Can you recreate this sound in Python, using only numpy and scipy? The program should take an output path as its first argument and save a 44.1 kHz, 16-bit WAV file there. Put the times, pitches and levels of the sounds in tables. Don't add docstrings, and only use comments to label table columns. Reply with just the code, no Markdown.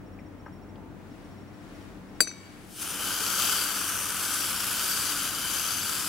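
import sys
import numpy as np
from scipy import signal
from scipy.fft import rfft, irfft
from scipy.io import wavfile
from scipy.ndimage import uniform_filter1d

SR = 44100
rng = np.random.default_rng(int(sys.argv[2]) if len(sys.argv) > 2 else 0)


def dump(signal):
    limited = np.clip(np.atleast_2d(signal).T, -1, 1)
    pcm = np.round(limited * 32767).astype(np.int16)
    wavfile.write(sys.argv[1], SR, pcm)


N = 268128
T, HZ = np.arange(N) / SR, np.fft.rfftfreq(N, 1 / SR)


def amp(db):
    return 10 ** (np.asarray(db) / 20)


def unit(x):
    return x / np.sqrt(np.mean(x ** 2) + 1e-20)


def curve(points, hz):
    point_hz, value = np.transpose(points)
    return np.interp(np.log(hz + 1), np.log(point_hz + 1), value)


def pan(pan_db):
    left = np.atleast_1d(amp(pan_db))
    return 2 * np.array([left, np.ones_like(left)]) / (1 + left)


def add(mix, start_s, sound):
    part = mix[:, round(start_s * SR):][:, :sound.shape[-1]]
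    part += sound[..., :part.shape[1]]


def drift(rate_hz):
    knots = np.arange(4096) / (2 * rate_hz)
    return unit(np.interp(T, knots, rng.standard_normal(len(knots))))


def swell(t, peak_s, half_length_s):
    return np.exp(-((t - peak_s) / half_length_s) ** 2)


def stereo_spectra(two_noises, correlation, balance):
    a, b = rfft(two_noises)
    shared = np.clip(curve(correlation, HZ), -1, 1)
    return np.array([a, shared * a + np.sqrt(1 - shared ** 2) * b]) * pan(curve(balance, HZ))


# freq_hz, t60_s
ROOM_DECAY = [(200, .5), (2000, 0.3), (6000, 1), (15000, 0.3)]

def room(x, predelay_s=0.008):
    noise = rng.standard_normal((2, SR)) * (T[:SR] > predelay_s)
    hz, t, bands = signal.stft(noise, SR, nperseg=256)
    tail = signal.istft(bands * amp(-60 * t / curve(ROOM_DECAY, hz)[:, None]), SR, nperseg=256)[1]
    return signal.fftconvolve(x.mean(0)[None], tail / np.linalg.norm(tail[0]), axes=1)[:, :N]


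# freq_hz, gain_db
VENT_EQ = [(41, -29), (70, -7.5), (189, -7), (265, -5.5), (297, -4), (356, -10.5), (535, -15.5), (734, -17),
           (860, -19), (1770, -26), (2320, -30.5), (4090, -40.5), (5610, -42), (14500, -50), (15500, -44.5)]
# freq_hz, correlation
VENT_CORRELATION = [(60, 0.21), (300, 0.65), (1400, 0.52), (3100, 0.13), (7000, 0.065), (15000, 0.19)]
# freq_hz, pan_db
VENT_BALANCE = [(60, 6), (240, 4.5), (950, 1.5), (3770, 0.5), (15000, 1)]
# pitch_hz, level_db, waver_ratio
FAN_TONES = [(45, -60, 0.112), (82.6, -63.5, .045), (95.6, -56.5, 0.0132), (192, -55, 0.0132),
             (294, -57, 0.0118)]

def ventilation(air_db=-46, throb_depth=0.44, throb_hz=4.9, waver_hz=6.44):
    spectra = stereo_spectra(rng.standard_normal((2, N)), VENT_CORRELATION, VENT_BALANCE)
    air = irfft(spectra * amp(curve(VENT_EQ, HZ)), N)
    hum = 0
    for pitch_hz, level_db, waver_ratio in FAN_TONES:
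        cycles = np.cumsum(pitch_hz * (1 + waver_ratio * drift(waver_hz))) / SR
        throb = 1 + throb_depth * drift(throb_hz)
        hum = hum + amp(level_db) * throb * np.sqrt(2) * np.sin(2 * np.pi * cycles)
    return amp(air_db) * unit(air) + pan(2.6) * hum


# start_s, length_s
WHINE_RUNS = [(0.062, .23), (.394, .16), (.556, .16), (1.108, .03), (1.243, .16), (1.408, .23),
              (1.745, .09), (2.083, .1)]

def whine(pitch_hz=5523, level_db=-66.5, period_s=0.0655, pulse_s=0.021, whistle_hz=15735, whistle_db=-79):
    out = np.ones((2, 1)) * amp(whistle_db) * np.sin(2 * np.pi * whistle_hz * T)
    t = np.arange(0, pulse_s, 1 / SR)
    pulse = amp(level_db) * signal.windows.tukey(len(t), 0.2) * np.sin(2 * np.pi * pitch_hz * t)
    for start_s, length_s in WHINE_RUNS:
        for at_s in np.arange(start_s, start_s + length_s, period_s):
            add(out, at_s, pulse)
    return out


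def squeak(peak_s=0.81, half_length_s=0.11, pitch_hz=872, glide_hz_per_s=170, level_db=-56):
    hz = (pitch_hz + glide_hz_per_s * (T - peak_s)) * (1 + 0.009 * drift(39))
    return amp(level_db) * swell(T, peak_s, half_length_s) * np.sin(2 * np.pi * np.cumsum(hz) / SR)


# peak_s, half_length_s, level_db
SOFT_SWELLS = [(1.22, 0.26, -59), (1.776, 0.23, -55), (2.482, 0.32, -50.5)]
# freq_hz, gain_db
SWELL_EQ = [(300, 1), (1500, 10), (3000, 3.5), (6000, -3), (10000, -7), (15000, -15)]

def sleeve_and_hiss(crossfeed=0.1):
    noise = irfft(rfft(rng.standard_normal((2, N))) * amp(curve(SWELL_EQ, HZ)), N)
    envelope = sum(amp(db) * swell(T, peak_s, half_s) for peak_s, half_s, db in SOFT_SWELLS)
    return pan(3.4) * unit(noise + crossfeed * noise[::-1]) * envelope


# start_s, level_db, centre_hz, width_hz, t60_s
BENCH_TAPS = [(.187, -52.5, 2150, 800, 0.079), (.461, -42.5, 1060, 1140, 0.12),
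              (.533, -69, 11500, 5000, .07), (0.757, -54, 3580, 2500, 0.023)]

def taps():
    out, t = np.zeros((2, N)), np.arange(SR // 4) / SR
    for start_s, level_db, centre_hz, width_hz, t60_s in BENCH_TAPS:
        edges_hz = [centre_hz - width_hz / 2, centre_hz + width_hz / 2]
        band = signal.butter(4, edges_hz, "bandpass", fs=SR, output="sos")
        puff = signal.sosfilt(band, rng.standard_normal(len(t)) * amp(level_db - 60 * t / t60_s))
        makeup_gain = np.sqrt(SR / 2 / width_hz)
        add(out, start_s, pan(4.1) * puff * makeup_gain)
    return out


def ring(modes):
    t = T[:SR]
    pitch_hz, gain_db, t60_s, pan_db = np.transpose(modes)
    decays = amp(gain_db[:, None] - 60 * t / t60_s[:, None])
    return pan(pan_db) @ (decays * np.sin(2 * np.pi * pitch_hz[:, None] * t))


# pitch_hz, gain_db, t60_s, pan_db
GLASS_MODES = [(2256, -25.5, 1.3, 0), (2300, -24, 0.66, 3), (2560, -6, 0.09, 7), (3834, -18, 0.57, 9),
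               (4356, -6, 0.17, 8), (5920, -10.5, .33, 8), (6013, -0.5, .22, 3), (6110, 4, 0.08, 20),
               (10280, -9, .09, 10)]
# pitch_hz, gain_db, t60_s, pan_db
STEEL_MODES = [(4635, 0, .081, 12), (4700, -5, .025, 10), (7020, -25, .06, 0), (7510, -6, .09, 6),
               (7617, -11, .08, -5), (7965, -1, .04, 9), (8533, -14, .13, 8), (9281, -16, .085, -3),
               (10100, -23, .12, 3), (10570, -9, .08, 3), (10740, -2, .012, 4), (10840, -14, .075, 8),
               (11450, -23, .067, 9), (12450, -20, .08, 10), (13040, -23, .075, 9), (14160, -26, .05, 6),
               (14520, -27, .06, 1), (15190, -16, .056, 0)]
# pitch_hz, gain_db, t60_s, pan_db
KNOCK_MODES = [(242, -38, 0.15, 2), (326, -36, 0.2, 14), (434, -31, 0.092, 7), (502, -20.5, 0.033, 4),
               (633, -34, 0.11, 0), (1580, -1, 0.0089, 6), (1870, -4.5, 0.0083, 8),
               (2370, -17.5, 0.021, -4), (3050, -15, 0.0061, 21), (3560, -20, 0.01, -12)]
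# start_s, glass_db, steel_db, knock_db
RIM_HITS = [(2.2048, -23.5, -9, 1.5), (2.2727, -31.5, -40, -16), (2.314, -49, -60, -24.5)]

def clinks(contact_s=0.001, graze_s=0.0011, scrape_db=-13, scrape_t60_s=0.076):
    out, t = np.zeros((2, N)), T[:SR]
    glass = ring(GLASS_MODES) * (1 - np.exp(-t / graze_s))
    steel, knock = ring(STEEL_MODES), ring(KNOCK_MODES)
    attack = 1 - np.exp(-t / contact_s)
    for start_s, glass_db, steel_db, knock_db in RIM_HITS:
        scrape = pan(3.5) * amp(scrape_db - 60 * t / scrape_t60_s) * rng.standard_normal((2, len(t)))
        hit = amp(glass_db) * glass + amp(steel_db) * (steel + scrape) + amp(knock_db) * knock
        add(out, start_s, hit * attack)
    return out


# time_s, across_steps, along_steps
SKATE_PATH = [(2.9, -5, -2.1), (3.06, 2.5, -1.2), (3.301, 1.2, 1), (3.62, 0.7, -.5), (3.9, -1.7, 0),
              (4.08, -2.3, -0.4), (4.35, -0.5, 0.5), (4.68, -4, -1.3), (4.92, 0.5, 1.54),
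              (5.15, -0.3, -0.2), (5.43, 1.7, -1.4), (5.73, 2, -0.2), (5.88, 1.4, 0.9), (6.08, -2.5, -0.5)]
# centre_hz, width_hz, left_db, right_db, across_db_per_step, along_db_per_step
AIR_MODES = [(1308, 570, 9, 9, 0, 0.7), (1550, 343, 6, 6.5, 0.3, 0), (3044, 306, 7.5, 2.5, 1.1, -2.2),
             (4577, 159, 7, 0, 1.3, 1.5), (4760, 180, 8, 1.2, 1, 0.2), (5660, 130, 1.5, 4, -1, 4.5),
             (6205, 170, 5, 0, 1.8, 2), (7680, 260, 3.5, 1.5, 0.1, 2.5), (9460, 116, -1, 3, -2.5, 1.5),
             (9650, 161, 1.5, 4, 1, .5), (10050, 230, 4.5, 1.5, 0.2, 0.5), (11130, 148, 4, 5.5, -0.5, 2.5),
             (12000, 214, -1, 3, -2, 6)]
# peak_s, half_length_s, closeness_ratio
WALL_PASSES = [(2.896, 0.11, 0.8), (3.998, 0.21, 1.0)]
# freq_hz, gain_db
WALL_ECHO_EQ = [(2800.0, 0.8), (3500.0, -0.6), (4200.0, -4.1), (5100.0, -3.6), (5800.0, 3.2),
                (7000.0, -0.8), (8100.0, -2.0), (9000.0, 4.6), (10500.0, -0.7), (15000.0, -0.7)]

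def beaker_eq_db(hz, t, upper_mode_sharpness=1.88, shimmer_db=2.34):
    time_s, across_steps, along_steps = np.transpose(SKATE_PATH)
    across, along = np.interp(t, time_s, across_steps), np.interp(t, time_s, along_steps)
    centre_hz, width_hz, left_db, right_db, per_across, per_along = np.transpose(AIR_MODES)
    travel_db = np.outer(per_across, across) + np.outer(per_along, along)
    peak_db = np.array([left_db, right_db])[:, :, None] + travel_db
    sharpness = np.where(centre_hz > 4000, upper_mode_sharpness, 1.1)
    bells = sharpness * (1 + (2 * sharpness * (hz - centre_hz) / width_hz) ** 2) ** -1.5
    modes_db = bells @ np.maximum(peak_db, 0)
    near_wall = sum(closeness * swell(t, peak_s, half_s) for peak_s, half_s, closeness in WALL_PASSES)
    shimmer = uniform_filter1d(rng.standard_normal(modes_db.shape), size=60, axis=2)
    shimmer = unit(uniform_filter1d(shimmer, size=3, axis=1)) * np.minimum(hz / 6000, 1)
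    return modes_db + curve(WALL_ECHO_EQ, hz) * near_wall + shimmer_db * shimmer


# freq_hz, gain_db, pan_db
POP_EQ = [(350.0, -2.8, 3.3), (700.0, -4.9, 2.8), (1000.0, -1.0, 1.6), (1600.0, -1.3, 0.1),
          (1950.0, -3.1, 0.0), (2500.0, 1.9, -0.1), (3300.0, 3.4, 1.4), (3900.0, -0.9, -0.1),
          (5000.0, 2.3, 3.0), (7000.0, 1.5, 4.8), (10000.0, 2.4, 3.6), (13000.0, 1.2, 4.6),
          (14500.0, -2.1, 3.8), (15800.0, -7.6, 4.6)]
# freq_hz, correlation
POP_CORRELATION = [(300, 0.6), (1000, 0.99), (1500, 1), (2550, 1), (3060, 0.68), (3900, 1), (5000, .7),
                   (7500, 0.61), (15000, 0.24)]

def gas_pops(pops_per_s=2500, spread_db=2.5, rattle_s=0.00071, steam=1.0, sputter_db=-0.4, sputter_hz=90):
    sizes = amp(spread_db * np.minimum(rng.exponential(1, N), 5))
    impulses = sizes * (rng.random(N) < pops_per_s / SR)
    energy = signal.lfilter([1], [1, -np.exp(-1 / (rattle_s * SR))], impulses ** 2)
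    envelope = np.hypot(unit(np.sqrt(energy)), steam) * amp(sputter_db * drift(sputter_hz))
    spray = unit(envelope * rng.standard_normal((2, N)))
    freq_hz, gain_db, pan_db = np.transpose(POP_EQ)
    low_cut = HZ ** 2 / (HZ ** 2 + 120 ** 2)
    tone = amp(curve(np.c_[freq_hz, gain_db], HZ)) * low_cut
    return irfft(stereo_spectra(spray, POP_CORRELATION, np.c_[freq_hz, pan_db]) * tone, N)


# time_s, strength_db
FIZZ_RIDE = [(2.66, -58.5), (2.83, -32), (2.88, -35), (2.9, -32), (2.96, -34), (3.1, -29.5), (3.15, -31),
             (3.49, -25.5), (3.68, -30.5), (4.14, -32), (4.34, -30.5), (4.58, -31.5), (4.86, -30.5),
             (5.29, -32), (5.31, -35), (5.61, -31.5), (5.8, -33.5), (6.08, -32.5)]

def fizz(warmup_db_per_s=80, usual_db=-31.5, crossover_hz=2300, sizzle_trim_db=1.2,
         body_start_s=2.73, body_rise_s=0.1, body_follow=0.75, body_trim_db=0.62,
         bubbling_boost_db=7, bubbling_hz=850, bubbling_fade_s=0.94):
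    hz, t, bands = signal.stft(gas_pops(), SR, nperseg=1024, noverlap=768)
    hz = hz[:, None]
    time_s, ride_db = np.transpose(FIZZ_RIDE)
    warmup_db = warmup_db_per_s * np.minimum(t - time_s[0], 0)
    strength_db = np.interp(t, time_s, ride_db) + warmup_db
    sizzle = amp(sizzle_trim_db + strength_db)
    fade_in = 1 - np.exp(-np.maximum(t - body_start_s, 0) / body_rise_s)
    body = fade_in * amp(body_trim_db + usual_db + body_follow * (strength_db - usual_db))
    bubbling_db = bubbling_boost_db * swell(t, body_start_s, bubbling_fade_s) / (1 + (hz / bubbling_hz) ** 4)
    lows = 1 / (1 + (hz / crossover_hz) ** 6)
    gain = (lows * body * amp(bubbling_db) + (1 - lows) * sizzle) * amp(beaker_eq_db(hz, t))
    return signal.istft(bands * gain, SR, nperseg=1024, noverlap=768)[1][:, :N]


def scene(reverb_db=-24):
    bench = clinks() + fizz() + taps()
    return bench + amp(reverb_db) * room(bench) + ventilation() + sleeve_and_hiss() + whine() + squeak()


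def record(dry, threshold_db=-21, duck_db_per_db=0.27, release_db_per_s=4, ceiling=0.85, cutoff_hz=15850):
    power_db = 10 * np.log10(abs(uniform_filter1d((dry ** 2).mean(0), size=200)) + 1e-12)
    release_db = T * release_db_per_s
    held_db = np.maximum.accumulate(power_db + release_db) - release_db
    over_db = np.maximum(held_db - threshold_db, 0)
    ducked = dry * amp(-duck_db_per_db * uniform_filter1d(over_db, size=100))
    rounded = ducked / (1 + (ducked / ceiling) ** 8) ** (1 / 8)
    high_cut = signal.firwin(801, cutoff_hz, window=("kaiser", 9), fs=SR)
    return signal.oaconvolve(rounded, high_cut[None], "same")


dry = scene()
out = record(dry)
dump(out)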